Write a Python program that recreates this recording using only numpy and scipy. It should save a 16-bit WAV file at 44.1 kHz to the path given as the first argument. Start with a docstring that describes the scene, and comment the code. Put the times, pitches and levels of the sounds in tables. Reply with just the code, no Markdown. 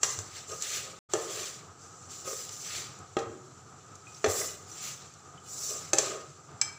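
"""A tiled kitchen: a hand rubs damp flour round a wide aluminium pot on a stone counter.
Each stroke drags grains over the metal in a swish, a scrape and a powdery fizz. The pot rings as it
slides and knocks on the stone, crumbs and fingernails tick on its wall, and the palm thumps the dough.
Near the end a bangle clinks on the rim. All is close and in mono, over a low hum and a faint hiss;
about a second in, the sound cuts out for a moment."""
import sys
import numpy as np
from scipy import signal
from scipy.fft import rfft, irfft
from scipy.io import wavfile
from scipy.ndimage import uniform_filter1d

SR = 44100
rng = np.random.default_rng(int(sys.argv[2]) if len(sys.argv) > 2 else 0)


def waveform_to_disk(signal):
    """Save audio, clipped to [-1, 1], as 16-bit WAV at the path in sys.argv[1]."""
    frames = np.transpose(np.atleast_2d(signal))
    scaled = np.clip(frames, -1, 1) * 32767
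    samples = np.round(scaled).astype(np.int16)
    wavfile.write(sys.argv[1], SR, samples)


N = 299076

# The ring of the pot. Each row: frequency in Hz, relative level in dB, t60 in seconds.
POT_MODES = [(131, -20, 0.27), (267, -21, 0.076), (326, -11, 0.087), (384, -2, 0.11), (443, -0.5, 0.085),
             (521.2, -3.5, 0.068), (623.8, -2, 0.079), (754, -8, 0.064), (1107, -5.5, 0.037),
             (1228, -4, 0.024), (1406, -8.5, 0.044), (1637, -8.5, 0.074), (1854, -8, 0.12),
             (2105, -9, 0.059), (2468, -2, 0.042), (2748, 3, 0.035), (3400, -2, 0.037), (3720, -6, 0.016),
             (4460, -8.5, 0.066), (6115, -6.5, 0.033), (6700, -33, 0.031), (7210, -11.5, 0.025)]
# The gritty noise of a hard contact. Each row: frequency in Hz, relative level in dB.
GRIT_SPECTRUM = [(200, -25), (800, 0), (2500, 3), (5000, 2), (7500, 0), (9000, -12.5), (12000, -19.5),
                 (15500, -32)]


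def amp(db):
    """Decibels to gain."""
    return 10 ** (np.asarray(db) / 20)


def unit(x):
    """Scales to rms 1."""
    return x / np.sqrt(np.mean(x ** 2) + 1e-20)


def curve_at(points, hz):
    """Joins (Hz, value) points by straight lines over log frequency."""
    f, value = np.transpose(points)
    return np.interp(np.log(hz + 1), np.log(f + 1), value)


def add(mix, start_s, sound):
    """Lays a sound into the mix."""
    part = mix[max(round(start_s * SR), 0):][:len(sound)]
    part += sound[:len(part)]


def equalise(x, spectrum):
    """Filters x by a curve of (Hz, dB) points."""
    hz = np.fft.rfftfreq(len(x), 1 / SR)
    return irfft(rfft(x) * amp(curve_at(spectrum, hz)), len(x))


def noise(samples, spectrum):
    """Coloured noise at rms 1."""
    return unit(equalise(rng.standard_normal(samples), spectrum))


def wander(rate_hz):
    """A random drift at rms 1, up to about the given rate."""
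    hz = np.fft.rfftfreq(N, 1 / SR)
    return unit(irfft(rfft(rng.standard_normal(N)) / (1 + (hz / rate_hz) ** 2), N))


def grains(per_s, spread_db):
    """Tiny slips of random sign, a few much larger than the rest."""
    size = amp(spread_db * np.minimum(rng.exponential(1, N), 5))
    return unit(size * rng.choice([-1, 1], N) * (rng.random(N) < per_s / SR))


def ring(modes, t, rise_s, force=((1000, 0),)):
    """Decaying modes, each weighted by the force's (Hz, dB) curve, which is flat by default."""
    hz, db, t60 = np.transpose(modes)[:, :, None]
    waves = np.sin(2 * np.pi * (hz * t + rng.random(hz.shape)))
    envelopes = amp(db + curve_at(force, hz)) * np.exp(-np.log(1000) * t / t60)
    return (envelopes * waves).sum(0) * (1 - np.exp(-t / rise_s))


def resonate(slips, body):
    """Each slip sets off the body's ring, scaled to unit energy."""
    return signal.fftconvolve(slips, body / np.linalg.norm(body))[:N]


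def hand_strokes():
    """Gains of swish, scrape and fizz: each stroke digs in, swells or eases, and dies away."""
    # Pushes of the hand. Each row: start in seconds, length in seconds, relative end level in dB,
    # swell over the push in dB, scrape offset in dB, powder offset in dB.
    strokes = [(0, 0.14, -38, -4, -9.5, -19), (0.229, 0.14, -43.5, 15, -2, -17),
               (0.44, 0.11, -41, 8.5, -13, -17), (0.58, 0.18, -34, 5.5, -2.5, -12),
               (1.08, 0.19, -43, 3.5, -5, -13), (1.265, 0.2, -39.5, 1, -3, -12.5),
               (1.77, 0.4, -58, -6, -15, -29), (2.071, 0.14, -46, -6, -10, -18),
               (2.222, 0.2, -40, -2, -10, -11), (2.474, 0.18, -41.5, 5, -11, -14),
               (2.62, 0.16, -38.5, 6.5, 0, -12), (4.02, 0.31, -48, 12, -6.5, -19),
               (4.255, 0.148, -31.2, 4.5, -11.2, -7.2), (4.64, 0.14, -44.8, 9.5, -7.5, -15.2),
               (4.78, 0.082, -38.2, 6.5, -3.4, -10.6), (4.98, 0.085, -57.5, -3, -1.5, -29),
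               (5.422, 0.27, -31.5, 17.5, -18.5, -13.5), (5.715, 0.14, -49, -4, -4, -15),
               (5.95, 0.15, -40, -10, -3, -20)]
    # The fingers keep working between strokes: relative swish, scrape and fizz levels in dB.
    kneading_db = (-60, -67.5, -89.5)
    attack_s, release_db_per_s = 0.06, 108  # the fingers dig in; the flour settles
    powder_exponent = 1.45  # powder flies only while the hand is fast
    t = np.arange(N) / SR
    power = np.outer(amp(kneading_db) ** 2, np.ones(N))
    for start, length, db, swell_db, scrape_db, powder_db in strokes:
        age = np.maximum(t - start, 0)
        attack = np.sin(np.pi / 2 * np.minimum(age / attack_s, 1)) ** 2
        speed = attack * amp(-release_db_per_s * np.maximum(age - length, 0))
        push = amp(db + swell_db * (np.minimum(age / length, 1) - 1))
        layers = np.array([speed, amp(scrape_db) * speed, amp(powder_db) * speed ** powder_exponent])
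        power += (push * layers) ** 2
    return np.sqrt(power)


def rubbing(swish_gain, scrape_gain, fizz_gain):
    """Flour grains slip under trembling finger pressure, and coarse ones ring the wall."""
    # The colours of swishing flour, the scrape on the bottom and dry powder.
    # Each row: frequency in Hz, relative level in dB.
    swish_spectrum = [(1500, -60.5), (3500, -13.5), (5200, 1), (6200, 1), (7600, 0.5), (8600, -6.5),
                      (10500, -25.5)]
    scrape_spectrum = [(120, -27.5), (450, -2), (750, -6), (980, -8.5), (1700, 4), (2900, 4.5), (4400, 6.5),
                       (6000, -3.5), (9000, -37)]
    fizz_spectrum = [(6000, -28), (8500, 2.5), (10000, 3), (12500, -0.5), (14000, -8.5), (15500, 2)]
    # The wall under the fingers. Each row: frequency in Hz, relative level in dB, t60 in seconds.
    wall_modes = [(1704, -6, 0.18), (2500, -0.5, 0.14), (2940, 5.5, 0.075), (3540, 0, 0.13),
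                  (4120, 3.5, 0.13), (5700, -16.5, 0.0407)]
    tremble = amp(1.07 * wander(rate_hz=18))
    swish = unit(equalise(grains(per_s=12000, spread_db=1.0), swish_spectrum))
    scrape = unit(equalise(grains(per_s=5000, spread_db=2.6), scrape_spectrum))
    fizz = unit(equalise(grains(per_s=16000, spread_db=2.5), fizz_spectrum))
    flour = amp(-6.5) * swish_gain * swish + amp(-3.0) * scrape_gain * scrape + fizz_gain * fizz
    wall = ring(wall_modes, np.arange(SR // 5) / SR, rise_s=0.00036)
    coarse = amp(-22) * swish_gain * grains(per_s=160, spread_db=6.0)
    return tremble * crumble(flour, patchy_db=2.0) + resonate(coarse, wall)


def crumble(x, patchy_db):
    """Lumps break and re-form: the colour shifts in patches of some 30 ms by 400 Hz."""
    bands = signal.stft(x, SR, nperseg=512)[2]
    patches = uniform_filter1d(rng.standard_normal(bands.shape), size=5, axis=0)
    patches = uniform_filter1d(patches, size=5, axis=1)
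    return signal.istft(bands * amp(patchy_db * unit(patches)), SR, nperseg=512)[1][:N]


def knocks():
    """Metal meets stone: grit chatters under the base and the pot rings. Soft landings build slower."""
    # The pot rocks onto the counter. Each row: start in seconds, relative levels of low thud,
    # middle clank and treble clack in dB, chatter time in seconds.
    landings = [(0.0313, -33, -18, -14, 0.0046), (0.0435, -47, -27, -22, 0.0019),
                (0.1883, -40, -38.5, -25.5, 0.003), (0.622, -75.5, -37, -21, 0.0029),
                (1.1352, -20, -23, -21.5, 0.0039), (1.1520, -24, -25.5, -62, 0.0046),
                (3.1677, -17, -22, -36.5, 0.0037), (3.186, -35, -30, -41, 0.012),
                (4.2426, -18, -13, -24.5, 0.0032), (4.2590, -16.5, -24.5, -32, 0.0094),
                (5.9321, -18.5, -17.5, -13.5, 0.0039), (5.9838, -24, -20.5, -14, 0.0041)]
    out, t = np.zeros(N), np.arange(SR // 3) / SR
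    for start, thud_db, clank_db, clack_db, chatter_s in landings:
        force = [(620, thud_db), (1150, clank_db), (1700, clank_db - 6.5),
                 (2800, clank_db - 8.5), (6200, clack_db)]
        grit = equalise(noise(len(t), GRIT_SPECTRUM), force)
        age = t / chatter_s
        attack = 1 - np.exp(-age / 0.24)
        decay = np.exp(-age ** 2) + 0.34 * np.exp(-age / 4)
        modes = loaded_pot(detune=0.044, uneven_db=5.0)
        body = ring(modes, t, rise_s=0.11 * chatter_s, force=force)
        add(out, start, amp(-3.5) * grit * attack * decay + amp(-5.5) * body)
    return out


def loaded_pot(detune, uneven_db):
    """Hand and dough load the pot anew at each blow: its modes shift in pitch and strength."""
    hz, db, t60 = np.transpose(POT_MODES)
    shift, gain = rng.uniform(-1.34, 1, (2, len(hz)))
    return np.transpose([hz * (1 + detune * shift), db + uneven_db * gain, t60])


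def sliding(push):
    """The base sticks and slips on the stone, and each slip sets the hollow pot ringing."""
    # Skids of the base. Each row: start in seconds, length in seconds, peak drive in dB.
    slides = [(0.471, 0.094, -45.5), (0.817, .15, -51.5), (1.192, 0.33, -49), (2.236, 0.12, -40.3),
              (4.334, 0.15, -51.5), (5.694, 0.092, -47.5), (5.943, 0.34, -44.5)]
    # How hard slips drive the pot. Each row: frequency in Hz, relative level in dB.
    slip_force = [(200, -16), (380, -6), (530, 2), (650, -1.5), (1250, 1.5), (2000, -13)]
    t = np.arange(N) / SR
    speed = amp(-20.5) * push  # every stroke also shakes the pot on its base
    for start, length, db in slides:
        speed += amp(db) * np.sin(np.pi * np.clip((t - start) / length, 0, 1))
    body = ring(POT_MODES, t[:SR // 5], rise_s=0.00042, force=slip_force)
    return resonate(speed * grains(per_s=350, spread_db=1.0), body)


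def bangle_clink():
    """The bangle taps the rim, buzzes against it for a moment and rings brightly."""
    # The bangle's ring. Each row: frequency in Hz, relative level in dB, t60 in seconds.
    bangle_modes = [(956, -19.5, 0.12), (1600, -11, 0.054), (2315, -2.5, 0.078), (2480, -12, 0.039),
                    (3166, -20, 0.28), (4320, 3.5, 0.017), (5190, 11.5, 0.025), (5370, -5, 0.026),
                    (5800, -5, 0.032), (6080, -4, 0.028), (6260, -1.5, 0.039), (7230, -8, .04),
                    (7640, 1, 0.032), (7740, 1, .03), (9250, -14, .035), (10870, -12, 0.023),
                    (12600, -19, .015)]
    out, t = np.zeros(N), np.arange(SR // 3) / SR
    buzz = amp(-31) * noise(len(t), GRIT_SPECTRUM) * np.exp(-t / 0.0085)
    chime = amp(-26.5) * ring(bangle_modes, t, rise_s=0.00043)
    add(out, start_s=6.6138, sound=buzz + chime)
    return out


def wall_ticks():
    """Crumbs and fingernails hit the wall: a tiny click and one short ring each."""
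    # Small hits. Each row: start in seconds, relative level in dB, pitch in Hz, t60 in seconds.
    ticks = [(0.5163, -35, 5530, 0.022), (2.4918, -33.5, 5970, 0.011), (2.9882, -46, 7300, 0.011),
             (3.954, -43.5, 6600, 0.014), (4.069, -47, 2485, 0.061), (4.146, -43, 5570, 0.024),
             (4.414, -31.5, 1994, 0.029), (4.7156, -43, 5860, 0.051), (5.138, -47, 6700, 0.011),
             (5.376, -51, 3046, 0.11)]
    out, t = np.zeros(N), np.arange(SR // 6) / SR
    for start, db, hz, t60 in ticks:
        click = noise(len(t), [(hz / 4, -20), (hz, 0), (hz * 2, -26), (hz * 4, -45)])
        tink = ring([(hz, db + 2.5, t60)], t, rise_s=0.0014)
        add(out, start, amp(db - 6.5) * click * np.exp(-t / 0.0049) + tink)
    return out


def low_thumps():
    """The palm on the dough, and at 4.244 s the bass of the pot knocking on the counter."""
    # Soft low thumps. Each row: start in seconds, relative level in dB, pitch in Hz.
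    thumps = [(0.176, -33.5, 98), (3.265, -37.5, 108), (4.244, -34, 263), (4.27, -28.5, 94),
              (6.28, -44, 140.7)]
    out, t = np.zeros(N), np.arange(SR // 3) / SR
    peak_s = 0.015
    envelope = t / peak_s * np.exp(1 - t / peak_s)
    for start, db, hz in thumps:
        add(out, start, amp(db - 4.5) * envelope * np.sin(2 * np.pi * hz * t))
    return out


def kitchen_reverb(x):
    """Dense reflections from the tiles, each band dying at its own speed."""
    # The room's decay. Each row: frequency in Hz, t60 in seconds.
    decay_times = [(100, 1.67), (450, 0.6), (1200, 0.66), (3000, 0.56), (7000, 0.33), (14000, 0.45)]
    # The colour of the reflections. Each row: frequency in Hz, level in dB.
    wet_spectrum = [(50, -11.5), (100, -2), (450, -1.5), (1200, 0), (3000, -6.5), (7000, -7.5), (14000, -6)]
    hz, t, bands = signal.stft(unit(rng.standard_normal(SR)), SR, nperseg=256)
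    decay_rate = np.log(1000) / curve_at(decay_times, hz)[:, None]
    envelopes = np.exp(-decay_rate * t) * np.sqrt(2 * decay_rate / SR)  # equal energy per band
    colour = amp(curve_at(wet_spectrum, hz))[:, None]
    tail = signal.istft(bands * envelopes * colour, SR, nperseg=256)[1][:SR]
    fade_in = np.clip(np.arange(SR) / SR / 0.0019, 0, 1)
    return signal.fftconvolve(x, tail * fade_in)[:N]


def room_noise():
    """A low wavering hum under a faint hiss."""
    # The two colours of the room tone. Each row: frequency in Hz, relative level in dB.
    hum_spectrum = [(25, -26), (60, -13), (74, -18), (88, 6), (108, 2), (140, 4), (230, -9), (420, -4.5),
                    (600, -13), (750, -5), (950, -11.5), (1350, -6), (1900, -21), (4500, -27),
                    (9000, -55.5)]
    hiss_spectrum = [(1500, -26), (3500, -16), (5500, 6), (7800, 7), (9000, -15.5), (11000, -7.5),
                     (15500, -29)]
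    hum = amp(-54.5) * noise(N, hum_spectrum) * amp(1.84 * wander(rate_hz=6.1))
    return hum + amp(-69.5) * noise(N, hiss_spectrum)


def scene():
    """Sharp blows wake the room; the rubbing is heard mostly direct."""
    swish_gain, scrape_gain, fizz_gain = hand_strokes()
    blows = knocks() + bangle_clink() + wall_ticks()
    soft = rubbing(swish_gain, scrape_gain, fizz_gain) + sliding(swish_gain) + low_thumps()
    mono = blows + soft + kitchen_reverb(blows + amp(-7.0) * soft) + room_noise()
    return np.array([mono, mono])


def record(dry):
    """A phone microphone with ringing peaks, weak bass and a band limit; the sound cuts out once."""
    # Peaks and a notch of the microphone port. Each row: centre in Hz, width in Hz, gain in dB.
    port_bands = [(1240, 73, 8.5), (6106, 620, 5.5), (6620, 186, -6.5), (7270, 790, 8.5), (15100, 600, 6.5)]
    low_cut_hz, high_cut_hz = 44, 15560
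    mute_from_s, mute_to_s, fade_in_s = 0.99, 1.088, 0.012
    hz, t = abs(np.fft.fftfreq(4096, 1 / SR)), np.arange(N) / SR
    port_db = sum(db * np.exp(-((hz - centre) / width) ** 2) for centre, width, db in port_bands)
    log_response = np.conj(signal.hilbert(np.log(amp(port_db))))  # causal: rings only after a click
    port = np.fft.ifft(np.exp(log_response)).real
    heard = signal.oaconvolve(dry, port[None], axes=1)[:, :N]
    heard = signal.sosfilt(signal.butter(2, low_cut_hz, "high", fs=SR, output="sos"), heard)
    gate = np.maximum(t < mute_from_s, np.clip((t - mute_to_s) / fade_in_s, 0, 1))
    lowpass = signal.firwin(511, high_cut_hz, window=("kaiser", 9), fs=SR)
    return signal.oaconvolve(heard * gate, lowpass[None], "same")


dry = scene()
out = record(dry)
waveform_to_disk(out)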